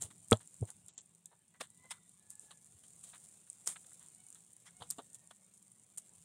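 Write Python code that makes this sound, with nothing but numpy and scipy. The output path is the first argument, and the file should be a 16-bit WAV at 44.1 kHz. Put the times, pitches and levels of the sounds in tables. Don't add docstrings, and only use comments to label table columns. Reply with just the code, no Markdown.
import sys
import numpy as np
from scipy import signal
from scipy.fft import rfft, irfft
from scipy.io import wavfile
from scipy.ndimage import uniform_filter1d

SR = 44100
rng = np.random.default_rng(int(sys.argv[2]) if len(sys.argv) > 2 else 0)


def nominal_scale(level):
    x = np.asarray(level, float) / 20
    return 10 ** x


def waveform_to_disk(signal):
    frames = np.transpose(np.atleast_2d(signal))
    scaled = np.clip(frames, -1, 1) * 32767
    samples = np.round(scaled).astype(np.int16)
    wavfile.write(sys.argv[1], SR, samples)


N = 275602
USUAL_FRYING_DB, USUAL_HAND_DB = -65, -75


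def evened(x):
    return x / np.sqrt(np.mean(x ** 2) + 1e-20)


def read(points, hz):
    f, value = np.transpose(points)
    return np.interp(np.log(hz + 1), np.log(f + 1), value)


def add(mix, s, sound):
    part = mix[max(round(s * SR), 0):][:len(sound)]
    part += sound[:len(part)]


def bump(hz, centre_hz, octaves):
    return -6 * (np.log2((hz + 1) / centre_hz) / octaves) ** 2


def coloured(x, gain_db):
    db = np.maximum(gain_db(abs(np.fft.fftfreq(1024, 1 / SR))), -90)
    minimum_phase = np.exp(np.conj(signal.hilbert(np.log(nominal_scale(db)))))
    taps = np.fft.ifft(minimum_phase).real
    return signal.oaconvolve(x, taps[:512])[:len(x)]


def slow(hz):
    return evened(signal.sosfilt(signal.butter(2, hz, fs=SR, output="sos"), rng.standard_normal(N)))


def patchy(x, depth_db):
    z = signal.stft(x, nperseg=1024, noverlap=768)[2]
    patches = uniform_filter1d(rng.standard_normal(z.shape), 6, 0)
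    patches = evened(uniform_filter1d(patches, 10, 1))
    return signal.istft(z * nominal_scale(depth_db * patches), nperseg=1024, noverlap=768)[1][:N]


# t/s, frying level/dB, hand level/dB
FRYING = [(0.0, -64, -57), (0.1, -65, -71), (0.55, -62, -75), (0.68, -64, -71.5), (1.25, -73.5, -85),
          (1.56, -72.5, -78.5), (1.77, -68, -72), (2.21, -68, -78), (2.47, -64.5, -74.5),
          (2.82, -63.5, -76), (3.15, -59, -74), (3.48, -63, -77.5), (3.9, -60, -75), (4.61, -66, -78.5),
          (4.84, -63.5, -68), (5.53, -66.5, -83), (5.83, -68, -78.5), (6.25, -64, -75)]


def control(column, s):
    table = np.transpose(FRYING)
    return np.interp(s, table[0], table[column])


def curve(column):
    return nominal_scale(control(column, np.arange(N) / SR))


# f/Hz, level/dB
PORT = [(400, -23), (2500, -28.5), (3600, -24), (4900, -24.5), (5700, -20.5), (6500, -14), (7400, -5.5),
        (7900, -7.5), (8770, -3), (9500, -7.5), (10500, -16), (11800, -26.5), (14800, -30.5), (16500, -33)]


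def port_db(hz):
    return read(PORT, hz)


def fizz():
    bubbles_per_s, spread_db, steam_share = 2000, 4.5, 0.79
    chance = bubbles_per_s * np.exp(0.32 * slow(28)) / SR
    size = nominal_scale(spread_db * np.minimum(rng.exponential(1, N), 5)) * rng.choice([-1, 1], N)
    bubbles = evened(size * (rng.random(N) < chance))
    steam = rng.standard_normal(N) * nominal_scale(2.9 * slow(60))
    sizzle = coloured(bubbles + steam_share * steam, port_db)
    return curve(column=1) * nominal_scale(-1.5) * evened(patchy(sizzle, depth_db=1.5))


# f/Hz, level/dB
WASH = [(300, 4), (420, 3.5), (750, 4.5), (1630, -4), (2500, -1), (3700, -1.5), (4900, -9.5), (6000, -11),
        (11000, -12.5), (16000, -12.5)]


def ember_wash(air):
    wash = irfft(air * nominal_scale(read(WASH, HZ)) * (HZ > 250), N) * nominal_scale(1.2 * slow(30))
    s = np.arange(N) / SR
    frying = 0.3 * (control(1, s) - USUAL_FRYING_DB)
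    hand = 0.15 * (control(2, s) - USUAL_HAND_DB)
    return nominal_scale(-80.5 + frying + hand) * nominal_scale(1.5) * evened(patchy(wash, depth_db=3.0))


# f/Hz, level per Hz/dB
RUMBLE = [(18, -47.5), (30, -19), (43, -17), (83, -2.5), (172, 2), (302, -16.5), (400, -20), (520, -43.5),
          (880, -120)]


def hand_rumble(air):
    rumble = evened(irfft(air * nominal_scale(read(RUMBLE, HZ)), N))
    return rumble * curve(column=2) * nominal_scale(-1.0 + 1.5 * slow(8.7))


# f/Hz, width/Hz, level/dB
HUM = [(120, 12, -90), (168, 10, -81.5), (192, 3.1, -88), (215, 8, -86.5)]


def motor_hum():
    lines = np.zeros(len(HZ))
    for f, width, db in HUM:
        lines += nominal_scale(db) / np.sqrt(width + width * ((HZ - f) / (width / 2)) ** 4)
    return irfft(rfft(rng.standard_normal(N)) * lines * np.sqrt(SR / 2), N)


HZ = np.fft.rfftfreq(N, 1 / SR)


def jet(length, low_db, centre_hz, upper_db, hiss_db):
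    t = np.arange(6000) / SR / length
    shape = np.minimum(t / .22, 1) * np.exp(-1.5 * t ** 2.0)
    noise = rng.standard_normal((4, 6000))
    sputter = nominal_scale(2.6 * evened(uniform_filter1d(noise[3], 45)))

    def modes(f):
        return 1.5 * np.cos(f / 190 + 3 * noise[3, 0])

    def low_hollow(f):
        return bump(f, centre_hz, 0.91) + bump(np.maximum(f, 2000), 2000, .45)

    def hiss_colour(f):
        return np.maximum(port_db(f), -26 - 3.5 * (f > 9000) - 3.0 * (f > 13000))

    low = coloured(coloured(noise[0] * sputter, low_hollow), modes)
    upper = coloured(noise[1] * sputter, lambda f: bump(f, 3450, .3) + modes(f))
    hiss = coloured(noise[2] * sputter, hiss_colour)
    return shape * (nominal_scale(low_db) * evened(low) + nominal_scale(upper_db) * evened(upper) + nominal_scale(hiss_db) * evened(hiss))


# t/s, length/s, low hollow level/dB, upper hollow level/dB, hiss level/dB
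SPITS = [(.006, 0.055, -66.5, -60, -43), (0.298, .016, -80.5, -80, -52), (0.883, .028, -81, -68.5, -56.5),
         (0.976, 0.026, -83.5, -61, -47), (1.598, 0.048, -56, -56.5, -50.5), (1.619, 0.04, -68, -66, -63),
         (1.897, 0.023, -70, -68.5, -54), (1.905, .023, -47, -47, -41.5), (1.929, 0.049, -67.5, -73, -62.5),
         (2.302, 0.033, -86, -89, -54), (2.4, 0.072, -94, -89, -58.5), (2.833, .029, -75.5, -71.5, -60),
         (3.033, 0.031, -84.5, -68, -50.5), (3.061, 0.07, -81.5, -71.5, -57.5),
         (3.47, .013, -70.5, -77, -67), (3.66, 0.069, -57.5, -58.5, -39.5),
         (3.843, .007, -68.5, -67, -68.5), (4.348, .031, -71.5, -71, -61), (4.651, .05, -85, -85, -60),
         (1.607, .014, -80, -60, -46), (4.898, .04, -65, -66, -47), (5.144, 0.02, -84.5, -75, -52.5),
         (5.972, 0.024, -72.5, -68, -45), (0.101, 0.025, -65, -67.5, -59), (0.669, 0.031, -72, -73, -58)]


def spits(mix):
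    for s, length, low_db, upper_db, hiss_db in SPITS:
        add(mix, s, jet(length, low_db, 1400, upper_db, hiss_db))


# t/s, length/s, low hollow level/dB, its centre f/Hz, upper hollow level/dB
SCUFFS = [(0.3188, 0.02, -36, 800, -41), (.335, 0.036, -52, 700, -59.5), (.01, 0.069, -61.5, 540, -67),
          (.4, 0.03, -67.5, 1264, -68.5), (1.311, 0.038, -67.5, 850, -80), (1.539, 0.032, -69, 1286, -79),
          (1.606, .014, -43, 950, -45), (1.839, 0.03, -67, 700, -79.5), (2.424, .05, -72, 400, -81),
          (2.505, 0.024, -59, 987, -57.5), (3.13, 0.034, -55.5, 1400, -61),
          (3.6734, 0.0026, -36, 1400, -38), (3.7575, 0.016, -53, 1400, -59),
          (3.917, 0.0079, -63, 1202, -77), (3.991, 0.11, -74, 1180, -75), (4.652, 0.05, -66, 1300, -70),
          (4.799, .055, -57, 600, -63), (4.819, 0.017, -58, 905, -53.5), (4.9815, 0.026, -46, 600, -57),
          (5.308, 0.014, -56, 1000, -60), (0.622, 0.042, -58, 400, -90), (.681, 0.036, -61.5, 905, -70)]


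def scuffs(mix):
    for s, length, low_db, centre_hz, upper_db in SCUFFS:
        add(mix, s, jet(length, low_db, centre_hz, upper_db, upper_db - 3))


def pop(db, ring_hz, snap_db):
    t = np.arange(1800) / SR
    noise = rng.standard_normal((3, len(t)))
    centres_s = np.array([[.0008], [.0025], [.0004]])
    swell = np.exp(-((t - centres_s) / .00042) ** 2)
    crack = 1.8 * noise[0] + 0.85 * np.cos(2 * np.pi * ring_hz * t)
    crack = crack * (swell[0] + 0.3 * swell[1])
    droplets = nominal_scale(3.5 * evened(uniform_filter1d(noise[2], 30)))
    spray = nominal_scale(-15.5 - 60 * t / 0.078) * noise[1] * droplets * (t > .001)

    def ring_colour(f):
        peak = .85 * port_db(f) + bump(f, ring_hz, .6)
        low_side = bump(np.minimum(f, 6000), 6000, .8)
        high_side = bump(np.maximum(f, 11500), 11500, .25)
        return np.maximum(peak, port_db(f) - 2 + low_side + high_side)

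    def snap_colour(f):
        return np.maximum(bump(f, 11500, .2) - 4, bump(f, 5600, .3) - 4)

    ring = coloured(crack + spray, ring_colour)
    snap = coloured(noise[2] * swell[2], snap_colour)
    return nominal_scale(db) * (ring / abs(ring).max() + nominal_scale(snap_db + 5.5) * snap / abs(snap).max())


# t/s, peak level/dB, ring f/Hz, level of the wide snap before it/dB
POPS = [(0.0214, -23.5, 7270, -23), (.2838, -40, 8600, -20), (0.3116, -14, 9300, -19),
        (0.328, -23, 7300, -22), (.3205, -30, 8700, -45), (0.3705, -38, 7360, -20),
        (0.4742, -39.5, 7760, -35), (.61, -39.5, 8040, -36), (0.6528, -39.5, 8340, -27),
        (.7023, -33.5, 7580, -40), (.8824, -38, 7500, -28), (0.9785, -29.5, 7550, -45.5),
        (.9874, -40.5, 7700, -43), (1.0078, -41.5, 7660, -39), (1.2573, -36.5, 8110, -16.5),
        (1.611, -39, 8800, -25), (2.303, -34, 8720, -34), (2.395, -34.5, 7780, -40),
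        (3.038, -42.5, 8580, -20.5), (3.4998, -29, 8070, -47), (3.6592, -39, 8600, -40),
        (3.6704, -33, 8600, -40), (3.6738, -15, 7800, -20), (3.6876, -30, 8400, -32.5),
        (3.7148, -38, 8500, -35), (3.7685, -42, 8200, -40), (3.9946, -43, 8240, -32),
        (4.3027, -38, 8940, -36.5), (4.9025, -22.5, 7700, -30), (4.9083, -22.5, 8290, -12),
        (5.1451, -35, 8270, -28.5), (5.975, -32.5, 8680, -31), (5.9819, -27, 9000, -32.5)]


def large_pops(mix):
    for s, db, ring_hz, snap_db in POPS:
        add(mix, s, pop(db, ring_hz, snap_db))


# t/s, peak level/dB
TICKS = [(0.0371, -31), (.18, -46.5), (0.245, -44), (0.5418, -43), (.8619, -44), (1.0144, -41.5),
         (1.1493, -46.5), (1.6362, -43), (1.703, -46), (1.915, -38), (2.2992, -43.5), (2.3537, -41.5),
         (2.5144, -42), (2.6447, -44), (3.0989, -45.5), (3.529, -42), (3.9321, -41), (4.0613, -42.5),
         (4.0846, -40), (4.148, -41), (4.2659, -40), (4.3261, -41), (4.5323, -43), (4.5655, -42.5),
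         (4.7673, -43.5), (4.9834, -41.5), (5.131, -43), (5.2733, -44), (5.7177, -44.5), (5.9625, -49.5)]
SMALL_S = [.203, .4095, 1.059, 1.6711, 1.7744, 2.0931, 2.142, 2.1954, 2.5733, 2.7222, 2.8812, 2.9342,
           2.9926, 3.2181, 3.2874, 3.467, 3.867, 4.0272, 4.2033, 4.2852, 4.346, 4.4054, 4.7077, 5.3113,
           5.3477, 5.5377, 5.5762, 5.6261, 5.7967, 6.0926]


def lesser_pops(mix):
    strays = 44
    stray_s = (np.arange(strays) + rng.random(strays)) * N / SR / strays
    bubbles = list(TICKS)
    for times, over_db in ((SMALL_S, 18), (stray_s, 14.5)):
        for s in times:
            frying_db = USUAL_FRYING_DB + .5 * (control(1, s) - USUAL_FRYING_DB)
            bubbles.append((s, frying_db + over_db + 2.0 * rng.standard_normal()))
    for s, db in bubbles:
        ring_hz = 8417 + 400 * rng.standard_normal()
        snap_db = -50 + 13 * rng.standard_normal()
        add(mix, s, pop(db, ring_hz, snap_db))


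# t/s, peak level/dB, f/Hz, time to fall 60 dB/s, first push (1 or -1)
KNOCKS = [(0.045, -38.5, 95, 0.057, 1), (.32, -1.5, 1000, .0035, 1), (.3199, -13.5, 458, .044, 1),
          (.3204, -13.5, 220, .05, -1), (.3229, -16, 108, .085, 1), (.3281, -15.5, 3340, .01, 1),
          (.3272, -24, 3340, .012, 1), (.3292, -26, 4050, .012, 1), (.3321, -9.5, 700, .006, -1),
          (.3209, -22, 1290, .045, 1), (.333, -27, 625, .05, 1), (.3212, -32, 785, .05, 1),
          (.3212, -27, 2600, .008, 1), (.607, -40, 150, .05, -1), (.6163, -26, 125, .06, 1),
          (.6245, -23, 105, .065, 1), (.6252, -30, 430, .024, 1), (.625, -40, 720, .03, 1),
          (.3202, -14, 700, .006, 1), (2.745, -58, 85, 0.16, 1), (4.821, -30.5, 800, 0.0067, 1),
          (4.811, -47, 109.4, .06, 1), (4.8215, -46, 3600, .01, 1), (4.984, -43, 260, 0.043, 1),
          (6.19, -61, 80, .08, 1), (1.604, -50, 250, 0.063, 1), (.84, -64, 106, .1, 1),
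          (3.674, -45, 450, .015, 1), (3.698, -50, 700, .012, 1), (1.6105, -36, 800, .008, -1)]


def knocks(mix):
    t = np.arange(4000) / SR
    for s, db, hz, t60, direction in KNOCKS:
        start = 1 - np.exp(-(t * hz * 3.5) ** 2)
        swing = np.sin(2 * np.pi * hz * t) * start
        add(mix, s, np.sign(direction) * nominal_scale(db - 60 * t / t60) * swing)


def call(rows, overtones_db):
    s, hz, db = np.transpose(rows)
    t = np.arange(s[0], s[-1], 1 / SR)
    waver = evened(uniform_filter1d(rng.standard_normal((2, SR)), 500))[:, :len(t)]
    turns = np.cumsum(np.interp(t, s, hz) * (1 + .006 * waver[0])) / SR
    tone = sum(nominal_scale(o) * np.sin(2 * np.pi * (k + 1) * turns) for k, o in enumerate(overtones_db))
    level = nominal_scale(np.interp(t, s, db) + 3.3 * waver[1] - 1.0)
    return s[0], np.sqrt(2) * tone * level * signal.windows.tukey(len(t), .1)


# t/s, f/Hz, level/dB
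CROWS = [
    [(1.25, 865, -94), (1.3, 876, -93), (1.33, 890, -79.5), (1.36, 875, -90.5), (1.43, 866, -95.5)],
    [(1.51, 963, -91), (1.55, 990, -82), (1.7, 985, -92), (1.78, 1003, -84), (1.85, 1019, -66),
     (1.885, 1012, -76), (1.92, 1010, -70), (1.96, 1005, -81), (2.05, 975, -88), (2.15, 1000, -100)],
    [(2.16, 865, -95), (2.2, 858, -85), (2.36, 861, -80), (2.42, 855, -86.5), (2.52, 855, -76),
     (2.62, 847, -99)],
    [(5.0, 915, -83), (5.05, 912, -90), (5.14, 914, -88), (5.24, 926, -89), (5.38, 915, -90),
     (5.5, 908, -100)],
]
OVERTONES_DB = [-5, 0, -21, -30]


def rooster(birds):
    for rows in CROWS:
        add(birds, *call(rows, OVERTONES_DB))


# t/s, length/s, level/dB, centre f/Hz, width/octaves
RASPS = [(4.661, .034, -65, 2050, .2), (4.662, .03, -66, 3300, .1), (1.252, .02, -76, 3600, .1),
         (1.968, .025, -77, 1400, .1), (2.195, .025, -82, 3900, .12), (5.306, .014, -63, 3300, .08),
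         (1.315, .03, -71, 880, .1), (3.758, .014, -59, 2600, .4), (1.606, .014, -48, 2300, .3),
         (1.905, .02, -51, 2200, .3), (4.982, .012, -62, 3100, .12), (4.803, .012, -63, 3200, .15),
         (1.606, .016, -52, 5300, .25), (1.904, .022, -52, 5300, .2), (3.6732, .004, -36, 5900, .2),
         (1.604, .02, -51, 550, .4), (4.652, .046, -70, 5800, .3), (4.907, .006, -47, 4800, .25),
         (4.888, .014, -56, 8500, .2), (3.675, .005, -48, 3600, .3)]


def rasps(mix):
    for s, length, db, centre_hz, octaves in RASPS:
        size = round(length * SR)
        noise = coloured(rng.standard_normal(3000), lambda f: bump(f, centre_hz, octaves))
        add(mix, s, nominal_scale(db) * evened(noise[600:][:size]) * signal.windows.tukey(size, .6))


# t/s, f/Hz, level/dB
CROW_LINES = [
    [(1.93, 3620, -90), (1.97, 3620, -82), (2.05, 3600, -85), (2.19, 3640, -90)],
    [(1.66, 3900, -93), (1.8, 4000, -88), (1.9, 4050, -90)],
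    [(4.52, 3900, -92), (4.58, 3750, -86), (4.66, 3600, -85), (4.72, 3580, -92)],
    [(4.84, 3920, -90), (4.95, 3900, -88), (5.1, 3880, -93), (5.3, 3900, -95)],
]


def crow_lines(birds):
    for rows in CROW_LINES:
        add(birds, *call(rows, [-4]))


# t/s, f/Hz, level/dB
FAR_CROWS = [
    [(4.15, 735, -96), (4.18, 742, -82), (4.26, 740, -83), (4.34, 733, -96)],
    [(4.7, 728, -94), (4.75, 724, -86), (4.785, 724, -78), (4.83, 722, -84), (4.9, 720, -92)],
]
FAR_OVERTONES_DB = [-3, -7, 0, -5, -16]


def far_crows(birds):
    for rows in FAR_CROWS:
        add(birds, *call(rows, FAR_OVERTONES_DB))


def blurred(birds):
    echoes = rng.standard_normal(9000) * nominal_scale(-60 * np.arange(9000) / SR / .5)
    return birds + .35 * signal.oaconvolve(birds, echoes / np.linalg.norm(echoes))[:N]


def scene():
    air = rfft(rng.standard_normal(N))
    mix = fizz() + ember_wash(air) + hand_rumble(air) + motor_hum()
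    birds = np.zeros(N)
    for layer in (spits, scuffs, large_pops, lesser_pops, knocks, rasps):
        layer(mix)
    for voice in (rooster, crow_lines, far_crows):
        voice(birds)
    return (mix + blurred(birds))[None]


def starved(x):
    hz, _, z = signal.stft(x, SR, nperseg=1024, noverlap=768)
    patches = uniform_filter1d(rng.standard_normal(z.shape[1:]), 8, 0)
    patches = uniform_filter1d(patches, 8, 1)
    holes = patches < np.quantile(patches, .2)
    haze_db = (hz[:, None] > 11800) * (2.5 - 14 * holes)
    return signal.istft(z * nominal_scale(haze_db), nperseg=1024, noverlap=768)[1][:, :N]


# start t/s, end t/s
DROPOUTS = [(.891, 0.94), (0.949, 1.019)]


def dulled(x):
    top = signal.sosfiltfilt(signal.butter(12, 8130, "high", fs=SR, output="sos"), x)
    t = np.arange(N) / SR
    lost = uniform_filter1d(sum((t > a) & (t < b) for a, b in DROPOUTS) * 1., 90)
    return x - (1 - nominal_scale(-22.5)) * lost * top


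def low_pass(x):
    return signal.sosfilt(signal.butter(12, 16480, fs=SR, output="sos"), x)


def record(dry):
    x = signal.sosfiltfilt(signal.butter(3, 58, "high", fs=SR, output="sos"), dry)
    x = x + nominal_scale(-108) * slow(60)
    x = irfft(rfft(x) * nominal_scale(-20 * (HZ > 15830)), N)
    mix = dulled(starved(x))
    return low_pass(mix)


dry = scene()
out = record(dry)
waveform_to_disk(out)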